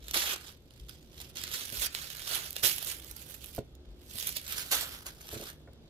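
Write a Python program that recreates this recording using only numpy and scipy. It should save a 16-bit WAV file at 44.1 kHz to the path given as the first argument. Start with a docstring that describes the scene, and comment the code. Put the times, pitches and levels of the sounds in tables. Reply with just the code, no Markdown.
"""A paper packet is torn and crumpled by hand to the right of a two-port microphone, in a small quiet room.
Showers of tiny noise breaks follow the handling level, with noise-burst creases on top, coloured by the sheet.
Bumps ring decaying table modes; the house is shaped noise with fuzzy low tones and sine thuds.
Paper and table also feed a short noise-tail reverberation."""
import sys
import numpy as np
from scipy import signal
from scipy.fft import rfft, irfft, next_fast_len
from scipy.io import wavfile
from scipy.ndimage import uniform_filter1d, map_coordinates

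SR = 44100
rng = np.random.default_rng(int(sys.argv[2]) if len(sys.argv) > 2 else 0)


def materialize(psi):
    """Save the field psi as 16-bit PCM at rate SR to the path in sys.argv[1].

    A 1-D psi becomes a single channel; in a 2-D psi each row is a channel.
    """
    bounded = np.clip(np.atleast_2d(psi).T, -1, 1)
    quanta = np.round(bounded * 32767).astype(np.int16)
    wavfile.write(sys.argv[1], SR, quanta)


N = 259749  # length [samples]

# House noise colour: (frequency [Hz], relative density [dB per Hz])
HOUSE_COLOUR = [(12, -55.5), (20, -32), (40, -10), (70, 2), (107, -12), (198, -11.5), (262, -12.5),
                (367, -13), (399, -15), (527, -17.5), (949, -30.5), (2460, -36.5), (3160, -32), (3440, -30),
                (16000, -61)]
HOUSE_DB = -55.5  # middle of its slow drift
# Fuzzy steady bands: (centre [Hz], width [Hz], rms level [dB])
HUM_BANDS = [(51.6, 56, -64), (122.3, 5.7, -66), (152.7, 6.3, -66.5), (357, 2.9, -72), (3650, 1100, -80)]
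# Distant low thuds: (start [s], peak before port gain [dB], frequency [Hz], length [s])
FAR_THUDS = [(0.015, -45, 55.0, 0.17), (0.806, -41, 55.0, 0.13), (1.777, -41, 54.6, 0.085),
             (3.106, -46, 54.6, 0.088), (3.87, -42, 51, 0.16), (4.76, -46, 58.6, 0.12)]
# House noise likeness of left and right: (frequency [Hz], correlation [-1 to 1])
PORT_LIKENESS = [(60, 0.91), (240, 0.95), (950, 0.54), (3770, -0.74), (15000, 0.17)]

# Sudden rips, before the sheet: (start [s], length [s], level at start [dB], level at end [dB])
RIP_EVENTS = [(.141, .2, -23.5, -28.5), (0.887, 0.18, -47, -70), (1.358, .143, -34.5, -41.5),
              (1.724, .095, -37, -32), (1.82, .048, -27, -29), (1.945, .13, -35.5, -39.5),
              (2.557, 0.061, -38.5, -48.5), (2.635, 0.16, -17.5, -43), (4.716, 0.072, -22.5, -32),
              (5.063, .07, -34.5, -54)]
RIP_BITE_S, RIP_STOP_S = .008, .012  # time to rise and to fall 20 dB
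# Squeezes, before the sheet: (peak time [s], peak level [dB], 20 dB rise [s], 20 dB fade [s])
SQUEEZE_EVENTS = [(.096, -43, .1, .2), (.36, -43.5, 0.2, .045), (.49, -43.5, .35, .08),
                  (.8, -57, 0.26, 0.28), (1.08, -68, .3, .5), (1.213, -43, .09, .12), (1.3, -51, .3, .05),
                  (1.54, -30, 0.0724, 0.2351), (1.93, -42.5, .05, 0.02), (2.1, -42, .3, .9),
                  (2.339, -27.5, 0.154, 0.1254), (2.475, -40, 0.32, 0.04), (2.826, -36, 0.07, 0.04),
                  (2.893, -34, 0.1, 0.12), (3.1, -47, 0.18, .07), (3.221, -47, 0.16, 0.1),
                  (3.31, -44.5, .08, .07), (3.345, -43, .025, .03), (3.44, -48, .07, .15),
                  (3.575, -47.5, 0.14, 0.02), (4.035, -62, 0.47, 0.13), (4.194, -35.5, 0.13, .2),
                  (4.278, -30, 0.05, 0.07), (4.366, -32, 0.03, .05), (4.526, -32.5, 0.13, 0.11),
                  (4.582, -29.5, .045, 0.13), (4.817, -30.5, 0.1538, .115), (4.921, -39.5, .02, .155),
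                  (5.228, -51.5, .09, 0.17), (5.344, -36, 0.08, 0.0745), (5.49, -40, .4, .06),
                  (5.6, -69.5, .1, 3.5)]
REST_DB = -79  # packet merely held

# Clearest creases snapping, before the sheet: (time [s], level [dB], length scale [ms], dullness [-1 to 1])
CREASE_SNAPS = [(.0826, -27.5, 2.6, -.35), (.1103, -21.5, 3.3, -0.55), (.1356, -27, 2.6, .55),
                (.358, -33, 7.8, .9), (.4647, -47, 3.3, -.8), (.707, -47.5, 3.5, .79), (.737, -50, 3, 0),
                (.796, -49, 7.2, .9), (.8928, -32.5, 5.8, -0.22), (1.1789, -40, 3, .05),
                (1.2021, -34.5, 2.1, .9), (1.215, -26.5, 2.5, -0.79), (1.3694, -28.5, 4, .43),
                (1.4361, -21, 6, -.44), (1.468, -35, 5.6, -.34), (1.4772, -31, 3.3, .9),
                (1.5145, -30.5, 4.4, .8), (1.5453, -30.5, 4.1, .6), (1.6088, -32.5, 3.5, 0.59),
                (1.65, -34, 11, -0.35), (1.7009, -32, 2, .02), (1.7224, -32.5, 6.6, -0.56),
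                (1.8602, -20, 3.9, -0.69), (1.9494, -19, 1.88, .97), (1.9856, -33, 7.9, .03),
                (2.102, -34, 5.2, .53), (2.1679, -32, 4.8, -.9), (2.1942, -30, 3, -0.22),
                (2.275, -29.5, 6.3, -0.046), (2.3544, -19.5, 3.8, -.9), (2.4582, -33, 3.2, -.57),
                (2.506, -26, 3.1, -0.75), (2.529, -31, 1.9, -.41), (2.564, -27.5, 3.3, 0.27),
                (2.7285, -29, 2.5, -.5), (2.762, -27, 3, -0.9), (2.7805, -30, 6, -.04),
                (2.8264, -31, 5.4, -.35), (2.8455, -29, 5.9, -0.69), (2.9212, -31, 2.3, -.58),
                (3.0459, -37, 1.8, -0.076), (3.1106, -35.5, 8, -0.81), (3.1644, -36.5, 6.2, -0.55),
                (3.442, -37.6, 5.6, -0.53), (3.4595, -37, 2.8, -.68), (3.5492, -32, 1.5, -0.67),
                (3.5617, -34.5, 3.2, -.9), (3.5856, -45, 9, .54), (3.75, -47, 5.9, -.69),
                (4.155, -33, 4.5, -.7), (4.1835, -31, 6.6, -0.24), (4.199, -25, 2.5, -.54),
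                (4.2245, -28, 6.9, -0.053), (4.2685, -22, 10, -0.61), (4.291, -23.5, 2.8, -0.37),
                (4.325, -29, 3.4, -.93), (4.365, -23, 10, -0.38), (4.4148, -37.5, 2.8, -.01),
                (4.4652, -32, 2.9, -.06), (4.4786, -28, 2.7, -0.42), (4.521, -25.5, 7.8, -0.64),
                (5.0647, -30.5, 4.1, -0.46), (5.2134, -38.5, 5.7, -0.44), (5.2886, -36, 4, 0.71),
                (5.33, -38.5, 9.2, -0.58), (5.4108, -33.5, 6.1, -.38), (5.7318, -49.5, 5.1, -.54)]
SMALL_SNAPS = 70  # count of lesser creases
SMALL_OVER_DB, SMALL_SPREAD_DB = 6.5, 2.5  # over the crackle around them; plus or minus
SMALL_TOP_DB = -33  # cap before the spread
SMALL_MS, SMALL_DULL = 3.6, -.3  # mean length scale and dullness
SNAP_ABOVE_DB = -60  # gentler handling breaks no lesser crease

# Paper colour: (frequency [Hz], relative density [dB per Hz])
PAPER_COLOUR = [(180, -50.5), (300, -8.5), (398, -11.5), (614, -7.5), (814, -8), (1060, -11.5),
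                (1610, -9.5), (1900, -11), (2250, -9), (3400, -4.5), (4370, -7), (9240, -10.5), (11900, -5),
                (15000, -10.5), (16000, -20)]
# Bent sheet: (time [s], gain near 780 Hz [dB], gain near 1.4 kHz [dB], treble gain [dB])
SHEET_BENDS = [(0, -10, 1, -7.5), (.15, -1, 3, -2.5), (.4, 0, 4.5, -5.5), (.6, 2, 1, -5),
               (.85, -8, -1, -6.5), (1.25, -5, -3.5, -5), (1.5, -11.5, 4, -6.5), (1.75, -4.5, 1, 1),
               (2.0, -9, 4, -4), (2.4, 0, 5, -2), (2.7, -5, -1, 1.5), (3.2, 1.5, 5, 1.5),
               (3.55, -2, -1.5, 1), (3.85, 7, 4, -9.5), (4.15, -6, -3, 1.5), (4.35, -10, -4, -1.5),
               (4.5, -7.5, 7, -1.5), (4.75, -4, 5, 0), (4.95, 0, 9, -1), (5.3, 1, 3, -2),
               (5.6, -4, 7.5, -2), (5.89, -5, 2, -10)]
# Packet position: (time [s], left minus right in the treble [dB], left lag [samples])
PACKET_PLACE = [(0, -4.5, 11.9), (.75, -9.5, 10.3), (1.3, -7.5, 9.8), (1.8, -9, 14.1), (2.8, -9.5, 12.8),
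                (3.4, -13, 17.8), (3.8, -10.5, 17.6), (4.3, -7, 13.05), (4.8, -6.5, 6.1), (5.3, -2, 10.5),
                (5.89, -9, 8.8)]

# Bumps on the table: (time [s], nominal level [dB], t60 stretch [factor], favoured pitch [Hz])
TABLE_BUMPS = [(.158, -26.5, 0.62, 700), (0.213, -50, 1.3, 880), (0.656, -53, 1.2, 201),
               (1.72, -48.5, 3.5, 265), (2.32, -42, 1.02, 690), (2.635, -34.5, 1.56, 396),
               (3.5807, -25.5, 1, 560), (3.585, -38, 1.6, 118), (3.5995, -39.5, 1.6, 320),
               (4.149, -42, 1.1, 178), (4.713, -44, 1.1, 316), (5.329, -34.5, 1.12, 420),
               (5.359, -33.5, 1, 330), (5.368, -40, 0.74, 110), (5.396, -40, 1.3, 443),
               (5.419, -37, 1.08, 446), (5.447, -49.5, 1.3, 380), (5.674, -38.5, 0.93, 1800),
               (5.684, -41.5, .9, 900)]
# Table modes: (frequency [Hz], relative level [dB], unstretched t60 [s])
TABLE_MODES = [(116, 9.5, 0.031), (230, -3, .06), (347.3, -8.5, 0.12), (424, -2.5, 0.053),
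               (557, -0.5, 0.036), (652, -1.5, 0.032), (850, -16, 0.032), (990, -16.5, .04),
               (1260, -17, 0.018), (1443, -12, 0.038), (1820, -12.5, 0.018), (2200, -19.5, .03)]

# Room decay: (frequency [Hz], t60 [s])
ROOM_T60 = [(300, 0.16), (2000, 0.26), (12000, 0.047)]
TOP_HZ = 15800  # middle of the final treble fade


def amp(db):
    """Decibels to amplitude."""
    return 10 ** (np.asarray(db) / 20)


def unit(x):
    """Scale to an rms of one."""
    return x / np.sqrt(np.mean(x ** 2) + 1e-20)


def along(points, hz):
    """Read (frequency [Hz], value) points on a log axis."""
    f, v = np.transpose(points)
    return np.interp(np.log(hz + 1), np.log(f + 1), v)


def curves(rows, t):
    """Each column after the time, read at times t."""
    s, *cols = np.transpose(rows)
    return [np.interp(t, s, c) for c in cols]


def wobble(knots_per_s):
    """A smooth random curve through normal knots."""
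    knots = rng.standard_normal(int(N * knots_per_s / SR) + 4)
    return map_coordinates(knots, [np.arange(N) * knots_per_s / SR])


def filtered(x, response):
    """x times a response of frequency."""
    m = next_fast_len(N + SR // 2)
    return irfft(rfft(x, m) * response(np.fft.rfftfreq(m, 1 / SR)), m)[..., :N]


def add(track, s, sound):
    """Mix a sound in at s seconds."""
    k = max(round(s * SR), 0)
    track[k:k + len(sound)] += sound[:len(track) - k]


def port_noise(gain):
    """Unit noise at two ports; the mid/side balance sets their correlation at each frequency."""
    def mid_side(hz):
        angle = np.arccos(np.clip(along(PORT_LIKENESS, hz), -1, 1)) / 2
        return gain(hz) * np.array([np.cos(angle), np.sin(angle)])

    mid, side = filtered(rng.standard_normal((2, N)), mid_side)
    return unit(np.array([mid + side, mid - side]))


def thuds():
    """Distant low sines under a quick swell and exponential fade."""
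    out = np.zeros(N)
    for s, db, hz, length_s in FAR_THUDS:
        t = np.arange(round(length_s * SR)) / SR
        v = 12 * t / length_s
        envelope = v * np.exp(1 - v / 2) / 2  # peaks at 1
        add(out, s, amp(db) * np.sin(2 * np.pi * hz * t) * envelope)
    return out


def house():
    """Drifting air and appliance noise, fuzzy tones, and thuds a little louder at the left port than the right."""
    drift_db = HOUSE_DB + 1.36 * wobble(1.4)
    air = amp(drift_db) * port_noise(lambda hz: amp(along(HOUSE_COLOUR, hz)))
    for centre, width, db in HUM_BANDS:
        air += amp(db) * port_noise(lambda hz: 1 / (1 + (2 * (hz - centre) / width) ** 2))
    return air + thuds() * amp([[.7], [-.7]])


def handling():
    """Crackle level in dB: rips bite and stop, squeezes swell and fade, and their powers add."""
    t, power = np.arange(N) / SR, amp(REST_DB) ** 2
    for s, length_s, start_db, end_db in RIP_EVENTS:
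        body_db = np.interp(t, [s, s + length_s], [start_db, end_db])
        edges = np.maximum(s - t, 0) / RIP_BITE_S + np.maximum(t - s - length_s, 0) / RIP_STOP_S
        power = power + amp(body_db - 20 * edges) ** 2
    for s, db, rise_s, fade_s in SQUEEZE_EVENTS:
        power = power + amp(db - 20 * np.maximum((s - t) / rise_s, (t - s) / fade_s)) ** 2
    return 10 * np.log10(power)


def small_snaps(crackle_db):
    """Lesser creases give way at random while the packet is worked, as hard as the handling then, to a cap."""
    when, size, life, tone = rng.random((SMALL_SNAPS, 4)).T
    busy = np.flatnonzero(crackle_db > SNAP_ABOVE_DB)
    at = busy[(when * len(busy)).astype(int)]
    db = np.minimum(crackle_db[at] + SMALL_OVER_DB, SMALL_TOP_DB)
    db = db + SMALL_SPREAD_DB * (2 * size - 1)
    return list(zip(at / SR, db, SMALL_MS * (.5 + life), SMALL_DULL + tone - .5))


def shower(crackle_db):
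    """Clumped tiny breaks of unequal size; the wide sheet gives each port partly its own."""
    sparse = np.clip(-(crackle_db + 19.0) / 30, .55, 1.3)  # a gentle crumple is lumpier than a full rip
    clumps_db = .4 * wobble(40) + 2.3 * wobble(180) + 2.2 * wobble(700)
    sizes_db = np.minimum(2.6 * rng.exponential(size=N), 9) + sparse * clumps_db
    strength = amp(crackle_db) * unit(amp(sizes_db))
    both, own = rng.standard_normal(N), rng.standard_normal((2, N))
    own = filtered(strength * own, lambda hz: np.clip(hz / 1300, 0, 1))  # less of it in long waves
    return np.cos(.85) * strength * both + np.sin(.85) * own


def fibres():
    """Breaking fibres, with creases snapping on top as short bursts of partly shared noise."""
    crackle_db = handling()
    out = shower(crackle_db)
    t = np.arange(SR // 20) / SR
    for s, db, ms, dull in [*CREASE_SNAPS, *small_snaps(crackle_db)]:
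        grit = rng.standard_normal((3, len(t)))
        u = t * 1000 / max(ms, 1)
        envelope = np.exp(-((u - .45) / 0.33) ** 2) + 0.058 * np.exp(-u)
        for port in (0, 1):
            heard = np.cos(.7) * grit[2] + np.sin(.7) * grit[port]
            # a dull crease loses its treble
            burst = unit(np.convolve(heard, [1, np.clip(dull, -1, 1)], "same"))
            add(out[port], s, amp(db) * burst * envelope)
    return out


def sheet(breaks):
    """The sheet colours the breaks as it is bent; the far port hears it weaker and later."""
    hz, t, z = signal.stft(breaks, SR, nperseg=256)
    hz = hz[:, None]
    body_db, ring_db, fine_db = curves(SHEET_BENDS, t)
    pan_db, lag = curves(PACKET_PLACE, t)
    body = 1 / (1 + ((hz - 780) / 330) ** 2)
    ring = 1 / (1 + ((hz - 1400) / 260) ** 2)
    treble = np.clip(np.log2((hz + 1) / 5000), 0, 1)
    bend_db = body * body_db + ring * ring_db + treble * fine_db
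    # random flicker, smoothed over frequency and time
    field = uniform_filter1d(uniform_filter1d(rng.standard_normal(z.shape[1:]), 5, 0), 8, 1)
    z = z * amp(along(PAPER_COLOUR, hz) + bend_db + 2.0 * unit(field) + 5.5)
    shadow = np.clip(np.log2(hz + 1) / 4.16 - 1.9, 0, 1)  # long waves bend round to both ports
    half = amp(shadow * pan_db / 2) * np.exp(-1j * np.pi * hz * lag / SR)
    return signal.istft(z * np.array([half, 1 / half]), SR, nperseg=256)[1][:, :N]


def bumps():
    """Soft blows ring the table top; the spot that is hit favours the modes near one pitch."""
    out, t = np.zeros(N), np.arange(SR // 3) / SR
    hz, mode_db, t60_s = np.transpose(TABLE_MODES)[:, :, None]
    onset = 1 - np.exp(-t / 0.0027)
    for s, db, stretch, spot_hz in TABLE_BUMPS:
        luck_db = rng.normal(0, 1.5, (len(TABLE_MODES), 1))
        strength_db = mode_db + luck_db - 7 * np.abs(np.log2(hz / spot_hz))
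        ring = amp(strength_db - 60 * t / (t60_s * stretch)) * np.sin(2 * np.pi * hz * t)
        add(out, s, -amp(db + 4.5) * ring.sum(0) * onset)
    return out


def room(x):
    """Noise tails, each frequency dying at its own speed; every block of sound draws a new tail."""
    block, delay = 2048, 90  # samples
    out = np.zeros((2, N + SR))
    for k in range(0, N, block):
        hz, t, z = signal.stft(rng.standard_normal((2, SR // 4)), SR, nperseg=256)
        decay = amp(-60 * t / along(ROOM_T60, hz)[:, None])
        tail = signal.istft(z * decay, SR, nperseg=256)[1]
        wet = signal.fftconvolve(x[None, k:k + block], tail / np.linalg.norm(tail[0]), axes=1)
        out[:, k + delay:k + delay + wet.shape[1]] += wet
    return out[:, :N]


def scene():
    """Sum of the house, the paper and table, and the room's answer to both."""
    paper, table = sheet(fibres()), bumps()
    paper_wet = amp(-13) * room(paper[1]) * amp([[-.5], [.5]])  # fed from the near port
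    table_dry = table * amp([[-1.4], [1.4]])  # port gains in dB
    table_wet = amp(-16) * room(table)
    return paper + table_dry + table_wet + paper_wet + house()


def record(dry):
    """Fade the treble to nothing over 700 Hz around TOP_HZ."""
    return filtered(dry, lambda hz: np.clip((TOP_HZ + 350 - hz) / 700, 0, 1) ** 2)


dry = scene()
out = record(dry)
materialize(out)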